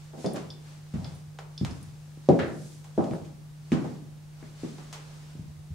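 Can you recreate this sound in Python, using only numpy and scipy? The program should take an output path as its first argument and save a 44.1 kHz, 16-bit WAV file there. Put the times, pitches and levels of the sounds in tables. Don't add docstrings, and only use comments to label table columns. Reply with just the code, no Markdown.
import sys
import numpy as np
from scipy import signal
from scipy.fft import rfft, irfft, next_fast_len
from scipy.io import wavfile
from scipy.ndimage import map_coordinates

SR = 44100
rng = np.random.default_rng(int(sys.argv[2]) if len(sys.argv) > 2 else 0)


def unload_audio(sound):
    columns = np.transpose(np.atleast_2d(sound))
    steps = np.round(np.clip(columns, -1, 1) * 32767)
    wavfile.write(sys.argv[1], SR, steps.astype(np.int16))


N = 253134
HIT_SAMPLES = 32768
T = np.arange(HIT_SAMPLES) / SR
HZ = np.fft.rfftfreq(HIT_SAMPLES, 1 / SR) + 1
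INSTANT = 1.0 * (T == 0)

# (frequency [Hz], time to fade by 60 dB [s])
ECHO_FADE = [(80, 1), (170, 0.69), (350, 0.65), (700, 0.58), (1500, 0.49), (3000, 0.34), (6000, 0.27),
             (12000, 0.23)]
# (frequency [Hz], side compared with middle [dB])
ECHO_WIDTH = [(60, -34), (130, -6), (280, -4), (550, -4), (1100, -1), (8000, -1.5), (12000, -4)]
# (frequency [Hz], side compared with middle [dB])
NOISE_WIDTH = [(30, -45), (90, 0), (400, -2), (1500, -1.5), (9000, -2), (12000, -5)]
# (frequency [Hz], relative level [dB])
BACKGROUND_TONE = [(20, -14), (45, -2), (85, -6.5), (120, -1), (200, -10), (300, -14.5), (550, -18.5),
                   (900, -21), (1600, -25), (3000, -27.5), (6000, -28), (9000, -31), (12000, -35),
                   (15500, -40.5)]
# (frequency [Hz], level [dB])
HUM_TONES = [(150.6, -45.8), (100.2, -65), (823, -78), (15622, -92)]
# (frequency [Hz], relative level [dB])
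CLOTH_TONE = [(300, 0), (900, 0), (2000, -4), (3200, -3.5), (5000, -3), (7500, -5.5), (10000, -11.5),
              (13000, -24), (16000, -40)]
# (frequency [Hz], relative level [dB])
TAP_TONE = [(100, -48.5), (400, 16.5), (750, 12.5), (1100, 8.5), (1650, 2), (2800, -3), (4500, -9),
            (7000, -13), (10000, -25), (15000, -40)]
# (frequency [Hz], relative level [dB], time to fade by 60 dB [s])
BUCKLE_NOTES = [(3300, -6, 0.0084), (3530, -0.5, 0.045), (4820, -1, .02), (5290, 3.5, 0.023),
                (5600, -10, 0.016), (7160, -7, 0.012), (9100, 4, 0.021), (9460, 8, 0.026)]
# (frequency [Hz], width [Hz], level compared with a plain knock [dB])
BOARD_NOTES = [(87, 21, 13.5), (131.6, 2.1, 13.5), (169.2, 40, 10.5), (259, 150, 2), (333, 29, 4.5),
               (409, 14, 2), (505, 7.9, 3), (550, 4.3, 6.5), (636, 31, 5), (782, 52, 6), (1360, 29, -4.5),
               (1556, 20, -2), (1700, 110, -3), (1700, 45, -7), (2780, 100, -1)]
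# (peak time [s], level [dB], half-width [s], tilt [dB per octave])
CLOTH_SWISHES = [(.02, -59.5, 0.15, -0.5), (.23, -52, .06, 2), (.71, -55.5, 0.13, -1), (2.022, -66, 0.3, 1),
                 (2.66, -56, 0.17, 5), (4.45, -57.5, 0.11, -1.5), (4.64, -53.5, 0.097, -0.5),
                 (5.08, -54.5, 0.37, -1.2)]
# (time [s], level [dB], frequency struck hardest [Hz])
BUCKLE_CLINKS = [(0.261, -45.5, 4950), (0.334, -54, 9600), (.503, -48.5, 4170), (1.045, -50.5, 4040),
                 (1.15, -67, 10000), (1.578, -46, 4360), (1.7096, -55.5, 5100), (1.829, -61, 9300),
                 (3.137, -66, 9300)]
# (time [s], level [dB], tilt [dB per octave], grinding time [s], echo [dB])
BOOT_SCUFFS = [(0.358, -42.5, 4, 0.011, 9), (1.388, -46, 2.5, .0084, -0.5), (1.649, -41.5, 4, 0.0024, 1),
               (2.844, -58, 7.5, 0.0022, 6), (3.041, -52.5, 4, 0.011, -4), (3.248, -60.5, 7, 0.015, 5),
               (4.928, -44, 6.5, 0.0036, 6.5)]
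# (time [s], level [dB], centre frequency [Hz], echo [dB])
BOARD_CLACKS = [(.985, -52.5, 674, 12), (1.389, -52.5, 970, -6), (2.2895, -51.5, 4350, -14),
                (2.392, -36, 1620, 7.5), (2.394, -44.5, 3100, 14), (2.847, -59, 870, 0),
                (2.982, -40.5, 977, 9), (3.719, -47.5, 2070, -7), (4.428, -60.5, 1620, 1)]
# (time [s], level [dB], treble cutoff [Hz], echo [dB])
SOFT_BUMPS = [(0.134, -46.5, 690, 14), (.175, -43.5, 550, 11), (2.174, -53, 430, -6),
              (3.135, -41, 890, 0.5), (4.427, -46.5, 436, 0), (5.353, -46, 306, -1),
              (5.394, -39, 157, -2.5), (5.705, -37, 142, 1)]
# (time [s], thud level [dB], treble cutoff [Hz], echo [dB], slap level [dB], grinding time [s])
SOLE_LANDINGS = [(0.343, -35.5, 560, 4.5, -48, 0.013), (1.045, -42, 162, 10, -50, 0.0087),
                 (1.691, -41, 157, 17, -66, .01), (2.39, -36.5, 388, 4, -38, 0.013),
                 (3.111, -31.5, 334, 1, -48, 0.0013), (3.84, -38.5, 516, 20, -47, .017),
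                 (4.784, -59, 300, 2, -50.5, 0.0041)]
# (time [s], knock level [dB], bass cutoff [Hz], treble cutoff [Hz], echo [dB], click level [dB])
HEEL_STRIKES = [(.244, -27, 181, 634, 9.5, -45.5), (.939, -30.5, 106, 200, 4.5, -50),
                (1.612, -25.5, 96, 273, 1.5, -57.5), (2.2881, -13.5, 173, 626, 5.5, -41),
                (2.978, -21, 175, 690, 8.5, -50), (3.719, -20, 263, 236, 4.5, -36.5),
                (4.634, -33, 199, 364, 0, -55)]


def amp(db):
    return 10 ** (np.asarray(db) / 20)


def unit(x):
    return x / np.sqrt(np.mean(x ** 2) + 1e-20)


def along(points, hz):
    frequencies, values = np.transpose(points)
    return np.interp(np.log(hz + 1), np.log(frequencies), values)


def wobble(rate):
    values = rng.standard_normal(int(N * rate / SR) + 4)
    return map_coordinates(values, [np.arange(N) * rate / SR])


def swell(time, width):
    return np.exp(-((np.arange(N) / SR - time) / width) ** 2)


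def filtered(x, gain):
    n = x.shape[-1]
    padded = next_fast_len(n + HIT_SAMPLES // 2)
    return irfft(rfft(x, padded) * gain(np.fft.rfftfreq(padded, 1 / SR)), padded)[..., :n]


def band(centre_hz, octaves):
    return 1 / (1 + (np.log2(HZ / centre_hz) / octaves) ** 4)


def pulse(gain):
    cepstrum = irfft(np.log(np.maximum(gain, 1e-6)))
    cepstrum[1:HIT_SAMPLES // 2] *= 2
    cepstrum[HIT_SAMPLES // 2 + 1:] = 0
    return irfft(np.exp(rfft(cepstrum)))


def stereo_noise(size, width):
    noise = rng.standard_normal((2, size))
    middle, side = filtered(noise, lambda hz: amp([0 * hz, along(width, hz)]))
    return np.array([middle + side, middle - side])


def room_echo(rattle, rattle_s=0.03, build_up_s=0.0017):
    hz, t, spectrum = signal.stft(stereo_noise(HIT_SAMPLES, ECHO_WIDTH), SR, nperseg=512)
    fade = amp(-60 * t / along(ECHO_FADE, hz)[:, None])
    tail = signal.istft(spectrum * fade, SR, nperseg=512)[1][:, :HIT_SAMPLES]
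    early_boost = 1 + rattle * np.exp(-(T / rattle_s) ** 4)
    build_up = 1 - np.exp(-(T / build_up_s) ** 2)
    return unit(tail * early_boost * build_up) / np.sqrt(HIT_SAMPLES)


def add_hit(out, time, db, blow, contact, echo_db, rattle=0):
    echo = amp(echo_db) * np.linalg.norm(contact) * room_echo(rattle)
    heard = signal.fftconvolve(blow[None], contact + echo, axes=1)[:, :HIT_SAMPLES]
    heard *= amp(db) / np.sqrt(np.mean(heard[:, :SR // 25] ** 2))
    start = max(round(time * SR), 0)
    out[:, start:start + HIT_SAMPLES] += heard[:, :N - start]


def wood():
    peaks = sum(amp(2 * db) / (1 + (2 * (HZ - hz) / width) ** 2) for hz, width, db in BOARD_NOTES)
    return np.sqrt(1 + peaks)


def push(boards, low_hz, high_hz, steepness):
    bass_cut = 1 + (low_hz / HZ) ** 6
    treble_cut = 1 + (HZ / high_hz) ** (2 * steepness)
    return pulse(boards / np.sqrt(bass_cut * treble_cut))


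def thud(boards, high_hz):
    return push(boards, low_hz=0.36 * high_hz, high_hz=high_hz, steepness=2.83)


def tap(tilt_db, grind_s, grit_db=-19):
    click = pulse(amp(along(TAP_TONE, HZ) + tilt_db * np.log2(HZ / 2000)))
    grit = amp(grit_db) * rng.standard_normal(HIT_SAMPLES) * np.exp(-T / grind_s)
    return click, INSTANT + grit


def rumble_and_hiss(level_db=-54.5):
    noise = stereo_noise(N, NOISE_WIDTH)
    return amp(level_db) * unit(filtered(noise, lambda hz: amp(along(BACKGROUND_TONE, hz))))


def appliance_hum(waver_db=0.4, drift_radians=0.02):
    t = np.arange(N) / SR
    out = np.zeros(N)
    for hz, db in HUM_TONES:
        height = np.sqrt(2) * amp(db + waver_db * wobble(4.38))
        out += height * np.sin(2 * np.pi * hz * t + drift_radians * wobble(2.4))
    return out


def cloth_rub(tilt_db):
    noise = stereo_noise(N, NOISE_WIDTH)
    return unit(filtered(noise, lambda hz: amp(along(CLOTH_TONE, hz) + tilt_db * np.log2((hz + 1) / 2000))))


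def clothes(rustle_db=-56.5, delay_s=0.12, half_width_s=0.18, flutter_db=0.6):
    settling = sum(swell(time + delay_s, half_width_s) for time, *_ in HEEL_STRIKES)
    rustle = amp(rustle_db) * settling * cloth_rub(tilt_db=0)
    swishes = sum(amp(db) * swell(time, width) * cloth_rub(tilt_db)
                  for time, db, width, tilt_db in CLOTH_SWISHES)
    return amp(flutter_db * wobble(40)) * (rustle + swishes)


def buckles(tick_db=1, tick_fade_s=0.065, spread_db=3, detune=0.004):
    out = np.zeros((2, N))
    for time, db, centre_hz in BUCKLE_CLINKS:
        ring = np.zeros(HIT_SAMPLES)
        for hz, note_db, fade_s in BUCKLE_NOTES:
            fade = amp(note_db + spread_db * rng.normal() - 60 * T / fade_s)
            ring += fade * np.sin(2 * np.pi * hz * (1 + detune * rng.normal()) * T)
        tick = amp(tick_db - 60 * T / tick_fade_s) * rng.standard_normal(HIT_SAMPLES)
        strike = pulse(band(centre_hz, octaves=0.49))
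        clink = signal.fftconvolve(ring + tick, strike)[:HIT_SAMPLES]
        add_hit(out, time, db, clink, INSTANT, echo_db=-2)
    return out


def scuffs():
    out = np.zeros((2, N))
    for time, db, tilt_db, grind_s, echo_db in BOOT_SCUFFS:
        add_hit(out, time, db, *tap(tilt_db, grind_s), echo_db)
    return out


def loose_boards():
    out, boards = np.zeros((2, N)), wood()
    for time, db, centre_hz, echo_db in BOARD_CLACKS:
        clack = pulse(band(centre_hz, octaves=0.52) * boards)
        add_hit(out, time, db, clack, INSTANT, echo_db)
    return out


def soft_bumps():
    out, boards = np.zeros((2, N)), wood()
    for time, db, high_hz, echo_db in SOFT_BUMPS:
        add_hit(out, time, db, thud(boards, high_hz), INSTANT, echo_db, rattle=0.54)
    return out


def soles():
    out, boards = np.zeros((2, N)), wood()
    for time, thud_db, high_hz, echo_db, slap_db, grind_s in SOLE_LANDINGS:
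        add_hit(out, time, thud_db, thud(boards, high_hz), INSTANT, echo_db, rattle=0.58)
        add_hit(out, time, slap_db, *tap(tilt_db=1, grind_s=grind_s), echo_db)
    return out


def heels():
    out, boards = np.zeros((2, N)), wood()
    for time, knock_db, low_hz, high_hz, echo_db, click_db in HEEL_STRIKES:
        steepness = 4.58 * (high_hz / 500) ** 0.33
        knock = push(boards, low_hz, high_hz, steepness)
        add_hit(out, time, knock_db, knock, INSTANT, echo_db, rattle=0.58)
        add_hit(out, time, click_db, *tap(tilt_db=2, grind_s=0.0049), echo_db=10)
    return out


def scene():
    walk = heels() + soles() + soft_bumps() + loose_boards() + scuffs() + buckles() + clothes()
    return walk + appliance_hum() + rumble_and_hiss()


def record(dry, top_hz=15800):
    return filtered(dry, lambda hz: hz < top_hz)


dry = scene()
out = record(dry)
unload_audio(out)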